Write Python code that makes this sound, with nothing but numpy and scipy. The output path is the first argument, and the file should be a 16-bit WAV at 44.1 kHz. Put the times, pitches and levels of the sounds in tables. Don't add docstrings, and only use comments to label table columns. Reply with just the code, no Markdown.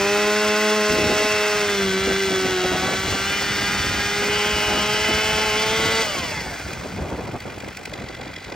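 import sys
import numpy as np
from scipy import signal
from scipy.fft import rfft, irfft, next_fast_len
from scipy.io import wavfile

SR = 44100
rng = np.random.default_rng(int(sys.argv[2]) if len(sys.argv) > 2 else 0)


def store_pcm(level_fs):
    pcm = np.round(np.clip(level_fs, -1, 1) * 32767).astype(np.int16)
    wavfile.write(sys.argv[1], SR, np.atleast_2d(pcm).T)


N = 377055
TIME = np.arange(N) / SR
FFT_SIZE = next_fast_len(N + 4096)
BINS_HZ = np.maximum(np.fft.rfftfreq(FFT_SIZE, 1 / SR), 1)


def amp(db):
    return 10 ** (np.asarray(db) / 20)


def rms_one(x):
    return x / np.sqrt(np.mean(x ** 2) + 1e-20)


def in_time(rows):
    s, *columns = np.transpose(rows)
    return [np.interp(TIME, s, c) for c in columns]


def at_hz(points, hz):
    knots, values = np.transpose(points)
    return np.interp(np.log(hz), np.log(knots), values)


def drift(rate_hz):
    knots = rng.standard_normal(1 << 13)
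    return np.interp(TIME * 2 * rate_hz, np.arange(len(knots)), knots) * np.sqrt(3 / 2)


def window(start_s, length_s, edge_s):
    return np.clip(np.minimum(TIME - start_s, start_s + length_s - TIME) / edge_s + .5, 0, 1)


def filtered(x, response):
    return irfft(rfft(x, FFT_SIZE) * response, FFT_SIZE)[..., :N]


def coloured(x, spectrum):
    return rms_one(filtered(x, amp(at_hz(spectrum, BINS_HZ))))


def resonances(x, modes, hold=0):
    out = 0
    for k, (hz, width_hz, *levels_db) in enumerate(modes):
        r = np.exp(-np.pi * width_hz / SR)
        poles = [1, -2 * r * np.cos(2 * np.pi * hz / SR), r * r]
        gain = np.interp(hold, range(len(levels_db)), amp(levels_db))
        ring = (1 - r * r) / 2 * signal.lfilter([1, 0, -1], poles, x)
        out = out + (-1) ** k * gain * ring
    return out


def burst(clicks, width_s):
    t = np.arange(-SR // 50, SR // 50 + 1) / SR
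    return signal.fftconvolve(clicks, np.exp(-.5 * (t / width_s) ** 2), "same")


def eddies(spectrum, lumps_db, lump_rate_hz, apart):
    noise = rng.standard_normal((2, N)) * amp(lumps_db * drift(lump_rate_hz))
    mid, side = coloured(noise, spectrum)
    return mid + apart * side * np.array([[1], [-1]])


# time in seconds, rumble level in dB.
BREEZE_CURVE = [(0, -41.5), (.6, -48), (1.45, -43), (1.9, -37), (3.2, -36.5), (5.3, -35), (6.0, -36),
                (7.0, -38.5), (8.1, -40), (8.55, -39)]
# start in seconds, length in seconds, buffeting in dB before its low-pass, rumble in dB,
# low-pass edge of the buffeting in Hz.
GUST_EVENTS = [(0.9, 0.04, -21, -25.5, 380), (0.949, 0.13, -22.5, -32, 516),
               (1.086, 0.054, -22.5, -34, 650), (1.145, 0.12, -27, -36, 700),
               (2.067, 0.063, -19.5, -40, 570), (2.305, 0.04, -25, -42, 620), (2.446, 0.055, -25, -36, 600),
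               (2.635, 0.03, -24, -40, 900), (2.703, 0.064, -23.5, -39, 1100),
               (2.793, 0.175, -28.5, -36, 1100), (3.036, 0.13, -31.5, -33.5, 1300),
               (3.623, 0.32, -35.5, -33.5, 503), (4.266, 0.041, -29.5, -37, 700),
               (4.679, 0.15, -28.5, -38, 1500), (5.084, 0.037, -25.5, -45, 1000),
               (5.802, 0.085, -31, -43, 704), (6.834, 0.051, -32.5, -40, 910),
               (6.97, 0.11, -31.5, -31, 1600), (7.089, 0.072, -31, -32, 1600),
               (7.179, 0.038, -27.5, -32, 1800), (7.247, 0.052, -30, -32, 1800),
               (7.333, 0.038, -29.5, -25, 1800), (7.903, 0.15, -37.5, -38, 700)]
# start in seconds, length in seconds.
LULL_EVENTS = [(2.192, 0.056), (6.56, 0.078), (7.367, 0.045), (7.71, 0.079), (8.318, 0.14)]
# frequency in Hz, relative density in dB per Hz.
RUMBLE_SPECTRUM = [(15, -44), (25, -24.5), (35, -13.5), (52, 1.5), (80, 3.5), (140, 0), (200, -1),
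                   (300, -13), (600, -93.5)]
# frequency in Hz, relative density in dB per Hz.
BUFFET_SPECTRUM = [(100, -15), (200, -1), (300, 1), (500, -1), (750, -2), (1200, -10), (2000, -19),
                   (5000, -99)]
LULL_DB, GUST_EDGE_S = -5.5, 0.026


def wind(buffet_db=1.0):
    breeze_db, = in_time(BREEZE_CURVE)
    still = sum(window(start_s, length_s, GUST_EDGE_S) for start_s, length_s in LULL_EVENTS)
    breeze = amp(breeze_db + LULL_DB * still)
    turbulence = eddies(BUFFET_SPECTRUM, lumps_db=3.5, lump_rate_hz=70, apart=0.47)
    gusting = eddies(BUFFET_SPECTRUM, lumps_db=2.0, lump_rate_hz=40, apart=0.2)
    gust_rumble, buffets = 0, amp(buffet_db) * breeze * turbulence
    for start_s, length_s, hard_db, low_db, edge_hz in GUST_EVENTS:
        blow = window(start_s, length_s, GUST_EDGE_S)
        gust_rumble = gust_rumble + amp(low_db) * blow
        low_pass = signal.butter(3, edge_hz, fs=SR, output="sos")
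        buffets += amp(hard_db) * blow * signal.sosfilt(low_pass, gusting)
    rumble = eddies(RUMBLE_SPECTRUM, lumps_db=2.5, lump_rate_hz=20, apart=0.15)
    return buffets + np.hypot(breeze, gust_rumble) * rumble


# frequency in Hz, phase in radians.
PORT_LEAD_CURVE = [(20, 0), (1100, -.15), (2100, .3), (2420, -.5), (3100, 1.3), (3900, .2), (4500, .3),
                   (5600, 1.1), (8800, 2.35), (9800, 3.1), (13200, 3.2), (14500, 4.1)]
# frequency in Hz, level in dB re direct sound.
SCATTER_SPECTRUM = [(250, -28), (1000, -24), (2200, -17), (7500, -12), (10000, -28)]


def yard(x, t60_s=.06):
    lead = np.exp(.5j * at_hz(PORT_LEAD_CURVE, BINS_HZ))
    tails = rng.standard_normal((2, SR // 2)) * amp(-60 * TIME[:SR // 2] / t60_s)
    tails /= np.sqrt(np.sum(tails ** 2, axis=1, keepdims=True))
    scatter = amp(at_hz(SCATTER_SPECTRUM, BINS_HZ)) * rfft(tails, FFT_SIZE)
    return filtered(x, np.array([lead, lead.conj()]) + scatter)


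# time in seconds, height in dB of the noise burst into the shell.
POP_EVENTS = [(6.541, -28), (6.598, -21), (6.733, -12.5), (7.255, -32), (7.405, -20), (7.604, -23),
              (7.685, -20), (7.772, -15), (7.856, -12), (7.937, -16), (8.021, -30), (8.088, -23),
              (8.15, -19), (8.214, -17.5), (8.278, -23), (8.339, -25), (8.364, -20), (8.446, -22),
              (8.501, -26), (8.524, -18)]
# frequency in Hz, width in Hz, level in dB with the
# saw raised, level in dB with it lowered.
SHELL_MODES = [(1540, 75, -6, -5), (2028, 77, 0.5, 4.5), (2447, 100, 1, 0), (3370, 220, -9.5, -5),
               (4020, 94, -8, -5), (4640, 180, -9.5, -6.5), (5500, 180, -9.5, -11), (6250, 190, -14, -17),
               (7270, 600, -12, -14.5), (12000, 24000, -20.5, -26)]
LOWER_FROM_S, LOWER_LENGTH_S = 7.86, 0.13


def idle(speed_hz, looseness, tick_db=-23, tick_s=0.0042, pop_s=0.0021, uneven_db=2.5, chatter_db=-39):
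    ticks, pops = np.zeros((2, N))
    at = [int(s * SR) for s, db in POP_EVENTS]
    pops[at] = amp(np.array(POP_EVENTS)[:, 1])
    for start, end in zip(at, at[1:]):
        revolutions = max(round(speed_hz[start:end].sum() / SR), 1)
        ticks[np.linspace(start, end, revolutions, endpoint=False).astype(int)] = 1
    ticks *= amp(tick_db + uneven_db * drift(40))
    rattle = looseness * (burst(ticks, tick_s) + amp(chatter_db))
    lowered = np.clip((TIME - LOWER_FROM_S) / LOWER_LENGTH_S, 0, 1)
    clatter = (rattle + burst(pops, pop_s)) * rng.standard_normal(N)
    return resonances(clatter, SHELL_MODES, lowered)


# time in seconds, hold (0 level, 1 dug in, 2 easing out, 3 tilted,
# 4 breaking through).
POSE_CURVE = [(0, 0), (1.5, 0), (1.85, 1), (3.1, 1), (3.35, 2), (4.1, 2), (4.4, 3), (5.5, 3), (5.85, 4)]
# frequency in Hz, relative density in dB per Hz.
HISS_SPECTRUM = [(1500, -12.5), (3200, -1.5), (3650, -9.5), (4000, -0.5), (4700, 0), (6000, -0.5),
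                 (7000, -4.5), (8200, -3.5), (10200, -12.5), (12600, -27.5), (14500, -3), (16000, -18)]
# frequency in Hz, width in Hz, relative level in dB held level,
# dug in, from then on.
BAR_MODES = [(2060, 113, 4, 4, 4), (3420, 95, 1, 2.5, 2.5), (4050, 140, -16, -3, -10),
             (4710, 150, -9.5, -5, 1.5), (5380, 340, -5, -9.5, -9)]


def chain(turns, pulse_db=-0.5, bite_db=1.0, bar_db=-5.5, bar_sway_db=2.5):
    gate = amp(pulse_db * np.cos(2 * np.pi * turns) + bite_db * drift(40))
    pose, = in_time(POSE_CURVE)
    tearing, knocking = gate * rng.standard_normal((2, N))
    ring = rms_one(resonances(knocking, BAR_MODES, pose))
    return coloured(tearing, HISS_SPECTRUM) + amp(bar_db + bar_sway_db * drift(5)) * ring


# frequency in Hz, relative density in dB per Hz.
RASP_SPECTRUM = [(40, -51), (150, -25), (450, -12), (800, -4.5), (1100, -5.5), (1500, 5), (1800, -1.5),
                 (2080, 5), (2330, -2.5), (2560, -1), (3000, -4), (3650, -8.5), (4000, -10.5), (6000, -23)]


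def rasp(turns, puff_db=-1.5, edge_db=3.5, uneven_db=1.76):
    puff = puff_db * np.cos(2 * np.pi * turns) + edge_db * np.cos(2 * np.pi * 2 * turns)
    gate = amp(puff + uneven_db * drift(60))
    return coloured(gate * rng.standard_normal(N), RASP_SPECTRUM)


GRAB_FROM_S, GRAB_LENGTH_S = 1.75, 0.95


def judder(turns, coasting, steady_db=-0.5, grab_db=5.5):
    swing_db = steady_db * (1 - coasting) + grab_db * window(GRAB_FROM_S, GRAB_LENGTH_S, edge_s=.2)
    return amp(swing_db * (np.cos(np.pi * turns) - 1 / 3))


# time in seconds, depth 0-1.
DEPTH_CURVE = [(1.6, 0), (3.0, 0.33), (3.5, 0.1)]
CUTTING_HZ = 210


def effort(speed_hz, cutting_db, db_per_octave, buried_db):
    depth, = in_time(DEPTH_CURVE)
    return amp(cutting_db + db_per_octave * np.log2(speed_hz / CUTTING_HZ) + buried_db * depth)


# crank order, level in dB before WHINE_DB.
WHINE_ORDERS = [(4, -43), (6, -37), (7, -39), (8, -43), (9, -42), (11, -47), (12, -40), (13, -47),
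                (14, -38), (15, -39), (17, -42), (18, -41)]
# frequency in Hz, width in Hz, relative dB.
HOUSING_MODES = [(1550, 73, -2), (2100, 150, 2), (2300, 150, -3), (2990, 190, 2)]
WHINE_DB, WHINE_HOLD_S, WHINE_FADE_DB_PER_S = -1.5, 0.31, 26


def whine(turns, coasting, coast_s, flutter_db=3.0, direct_db=-4.0, ring_db=-1.5):
    waver_rad = .25 + .9 * coast_s
    lines = 0
    for order, db in WHINE_ORDERS:
        level = amp(db + flutter_db * drift(25))
        phase = 2 * np.pi * (order * turns + rng.random()) + waver_rad * drift(60)
        lines = lines + level * np.cos(phase)
    fade_db = WHINE_FADE_DB_PER_S * np.maximum(coast_s - WHINE_HOLD_S, 0)
    lines = np.sqrt(2) * lines * coasting * amp(WHINE_DB - fade_db)
    impulse = signal.unit_impulse(FFT_SIZE) + 1e-18
    ring = np.abs(rfft(resonances(impulse, HOUSING_MODES)))
    return filtered(lines, amp(direct_db) + amp(ring_db) * ring)


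# time in seconds, peak dB of crank order 1, of order 2, of order 3.
DRONE_CURVE = [(0, -30.5, -21, -25.5), (0.799, -26, -21, -24.5), (1.25, -36.5, -23, -25),
               (1.62, -37, -22.5, -28), (1.85, -24.5, -22, -38), (2.2, -32.5, -21, -41),
               (2.69, -37.5, -22.5, -42), (2.75, -30, -29, -42), (3.0, -37.5, -32, -46),
               (3.95, -37, -38, -54), (4.271, -35, -23.5, -41), (4.65, -37.5, -29.5, -31.5),
               (6, -37, -24, -32.5)]
DRONE_SHUT_DB, DRONE_FADE_DB_PER_S, GUST_DIP_DB = (6, 30, -2), 39, 0.5


def drone(turns, coasting, coast_s, flutter_db=1.0):
    out = 0
    gusty = sum(window(start_s, length_s, GUST_EDGE_S) for start_s, length_s, *_ in GUST_EVENTS)
    for k, (level_db, shut_db) in enumerate(zip(in_time(DRONE_CURVE), DRONE_SHUT_DB), 1):
        level_db = level_db - shut_db * coasting - DRONE_FADE_DB_PER_S * coast_s - GUST_DIP_DB * gusty
        out = out + amp(level_db + flutter_db * drift(25)) * np.cos(2 * np.pi * k * turns + k * k)
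    return out


# crank order, rms dB before SNARL_DB in each of the five holds.
HARMONIC_ORDERS = [(4, -34, -43, -41, -33, -35), (5, -34, -46, -46, -38, -35), (6, -37, -38, -40, -37, -36),
                   (7, -35, -38, -36, -38, -39), (8, -38, -34, -33, -37, -43), (9, -38, -39, -39, -48, -28),
                   (10, -42, -41, -36, -36, -39), (11, -47, -44, -44, -40, -40),
                   (12, -37, -39, -37, -36, -43), (13, -35, -46, -42, -39, -35),
                   (14, -42, -44, -38, -30, -35), (15, -43, -40, -36, -35, -36),
                   (16, -44, -44, -53, -40, -37), (17, -48, -42, -40, -47, -41),
                   (18, -41, -39, -41, -45, -42), (19, -48, -54, -47, -43, -49),
                   (20, -52, -46, -50, -51, -43), (21, -43, -42, -46, -48, -41),
                   (22, -46, -48, -44, -50, -47), (23, -50, -51, -42, -44, -52),
                   (24, -47, -53, -49, -51, -47), (25, -46, -50, -50, -46, -59),
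                   (26, -42, -54, -47, -42, -45), (27, -50, -47, -46, -51, -48),
                   (28, -49, -54, -48, -55, -47), (33, -53, -53, -62, -64, -52),
                   (41, -57, -59, -62, -57, -57)]
# crank order, rms dB before
# SNARL_DB in each of the five holds.
HALF_ORDER_LINES = [(1.5, -41, -44, -46, -52, -47), (2.5, -43, -46, -56, -48, -40),
                    (3.5, -45, -46, -52, -43, -42), (4.5, -45, -50, -51, -45, -47),
                    (5.5, -45, -56, -58, -53, -46), (6.5, -38, -47, -40, -39, -36),
                    (7.5, -38, -44, -43, -37, -39), (8.5, -45, -46, -47, -45, -59),
                    (9.5, -36, -59, -40, -37, -37), (10.5, -40, -40, -46, -40, -39),
                    (11.5, -46, -55, -42, -42, -44), (12.5, -34, -57, -50, -42, -48)]
# crank order, start in seconds, end in seconds, change in dB.
SWELL_EVENTS = [(4, 2.4, 2.9, 7), (4, 1.85, 2.35, -2), (17, 1.65, 2.1, 4), (18, 2.1, 2.5, 2),
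                (19, 2.45, 2.85, 4), (15, 4.3, 5.0, 2), (15, 5.0, 5.6, -3), (6, 2.0, 2.65, -4),
                (9, 5.8, 6.03, 1), (15, 1.7, 2.2, 2)]
SNARL_DB, SNARL_SHUT_DB, SNARL_FADE_DB_PER_S = -0.5, 11.5, 27


def snarl(turns, coasting, flutter_db=2.0, sway_db=1.5, count=44):
    pose, = in_time(POSE_CURVE)
    step, ramp_s, coast_db = 64, .08, 1.8
    smear_rad, half_smear_rad, coast_smear_rad = .18, .55, .3
    dispersion_rad, spread_rad, half_spread_rad = .03, .7, 1.5
    t, table = TIME[::step], np.array(HARMONIC_ORDERS)
    whole = [(k, *[np.interp(k, table[:, 0], column) for column in table.T[1:]]) for k in range(4, count)]
    out = 0
    for order, *holds_db in whole + list(HALF_ORDER_LINES):
        level_db = np.interp(pose[::step], range(len(holds_db)), holds_db)
        for singing, start_s, end_s, change_db in SWELL_EVENTS:
            if singing == order:
                swell = np.clip(np.minimum(t - start_s, end_s - t) / ramp_s + .5, 0, 1)
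                level_db = level_db + change_db * swell
        flutter = (flutter_db + coast_db * coasting) * drift(30) + sway_db * drift(2.9)
        waver_rad = half_smear_rad if order % 1 and order > 7 else smear_rad
        waver_rad = waver_rad + coast_smear_rad * coasting
        offset_rad = (half_spread_rad if order % 1 else spread_rad) * rng.standard_normal()
        phase = 2 * np.pi * order * turns - dispersion_rad * order ** 2 + offset_rad + waver_rad * drift(40)
        out = out + amp(np.interp(TIME, t, level_db) + flutter) * np.cos(phase)
    return np.sqrt(2) * out


# time in seconds, turns per second.
SPEED_CURVE = [(0.0, 198.4), (0.2, 208.0), (0.4, 210.7), (0.56, 210.9), (0.64, 213.4), (0.68, 211.5),
               (0.76, 213.2), (0.84, 209.7), (0.96, 211.0), (1.04, 207.9), (1.24, 211.3), (1.6, 208.2),
               (1.72, 202.4), (1.92, 189.5), (2.08, 195.8), (2.12, 192.9), (2.2, 195.8), (2.36, 188.6),
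               (2.48, 188.3), (2.6, 182.6), (2.76, 184.7), (2.92, 190.5), (3.0, 190.1), (3.12, 195.2),
               (3.2, 194.2), (3.32, 199.9), (3.56, 202.1), (3.64, 201.5), (3.72, 204.1), (3.8, 201.9),
               (3.96, 205.5), (4.0, 203.5), (4.28, 205.8), (4.36, 209.3), (4.44, 207.7), (4.52, 210.3),
               (4.76, 208.1), (5.2, 215.2), (5.48, 215.3), (5.52, 210.9), (5.64, 218.1), (5.68, 217.8),
               (5.76, 221.7), (6.0, 224.1)]
RELEASE_S, SHUT_S, RUN_DOWN_S, IDLE_HZ = 6.018, .05, .775, 48


def crankshaft(coast_s, wobble=0.00109):
    speed_hz = np.maximum(in_time(SPEED_CURVE)[0] * np.exp(-coast_s / RUN_DOWN_S), IDLE_HZ)
    turns = np.cumsum(speed_hz * (1 + wobble * drift(25))) / SR
    return speed_hz, turns


RATTLE_DB, RATTLE_RISE_S = -3.5, 0.49


def scene(chain_shut_db=1.0, rasp_shut_db=4.0):
    coast_s = np.maximum(TIME - RELEASE_S, 0)
    coasting = np.minimum(coast_s / SHUT_S, 1)
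    speed_hz, turns = crankshaft(coast_s)
    looseness = amp(RATTLE_DB) * np.minimum(coast_s / RATTLE_RISE_S, 1) ** 2
    rattle = idle(speed_hz, looseness)
    cutting_gain = effort(speed_hz, cutting_db=-29.5, db_per_octave=10.0, buried_db=-1.5)
    cutting = cutting_gain * amp(-chain_shut_db * coasting) * chain(turns)
    exhaust_gain = effort(speed_hz, cutting_db=-29.0, db_per_octave=4.0, buried_db=-7.5)
    exhaust = exhaust_gain * amp(-rasp_shut_db * coasting) * rasp(turns)
    snarl_db = SNARL_DB - SNARL_SHUT_DB * coasting - SNARL_FADE_DB_PER_S * coast_s
    tone = drone(turns, coasting, coast_s) + amp(snarl_db) * snarl(turns, coasting)
    tone = tone + whine(turns, coasting, coast_s)
    grab = judder(turns, coasting)
    return yard(tone + grab * exhaust + np.sqrt(grab) * cutting + rattle) + wind()


CUTOFF_HZ = 15900


def record(dry):
    thinned = signal.sosfilt(signal.butter(4, 30, "high", fs=SR, output="sos"), dry)
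    return signal.sosfilt(signal.ellip(10, .2, 80, CUTOFF_HZ, fs=SR, output="sos"), thinned)


dry = scene()
out = record(dry)
store_pcm(out)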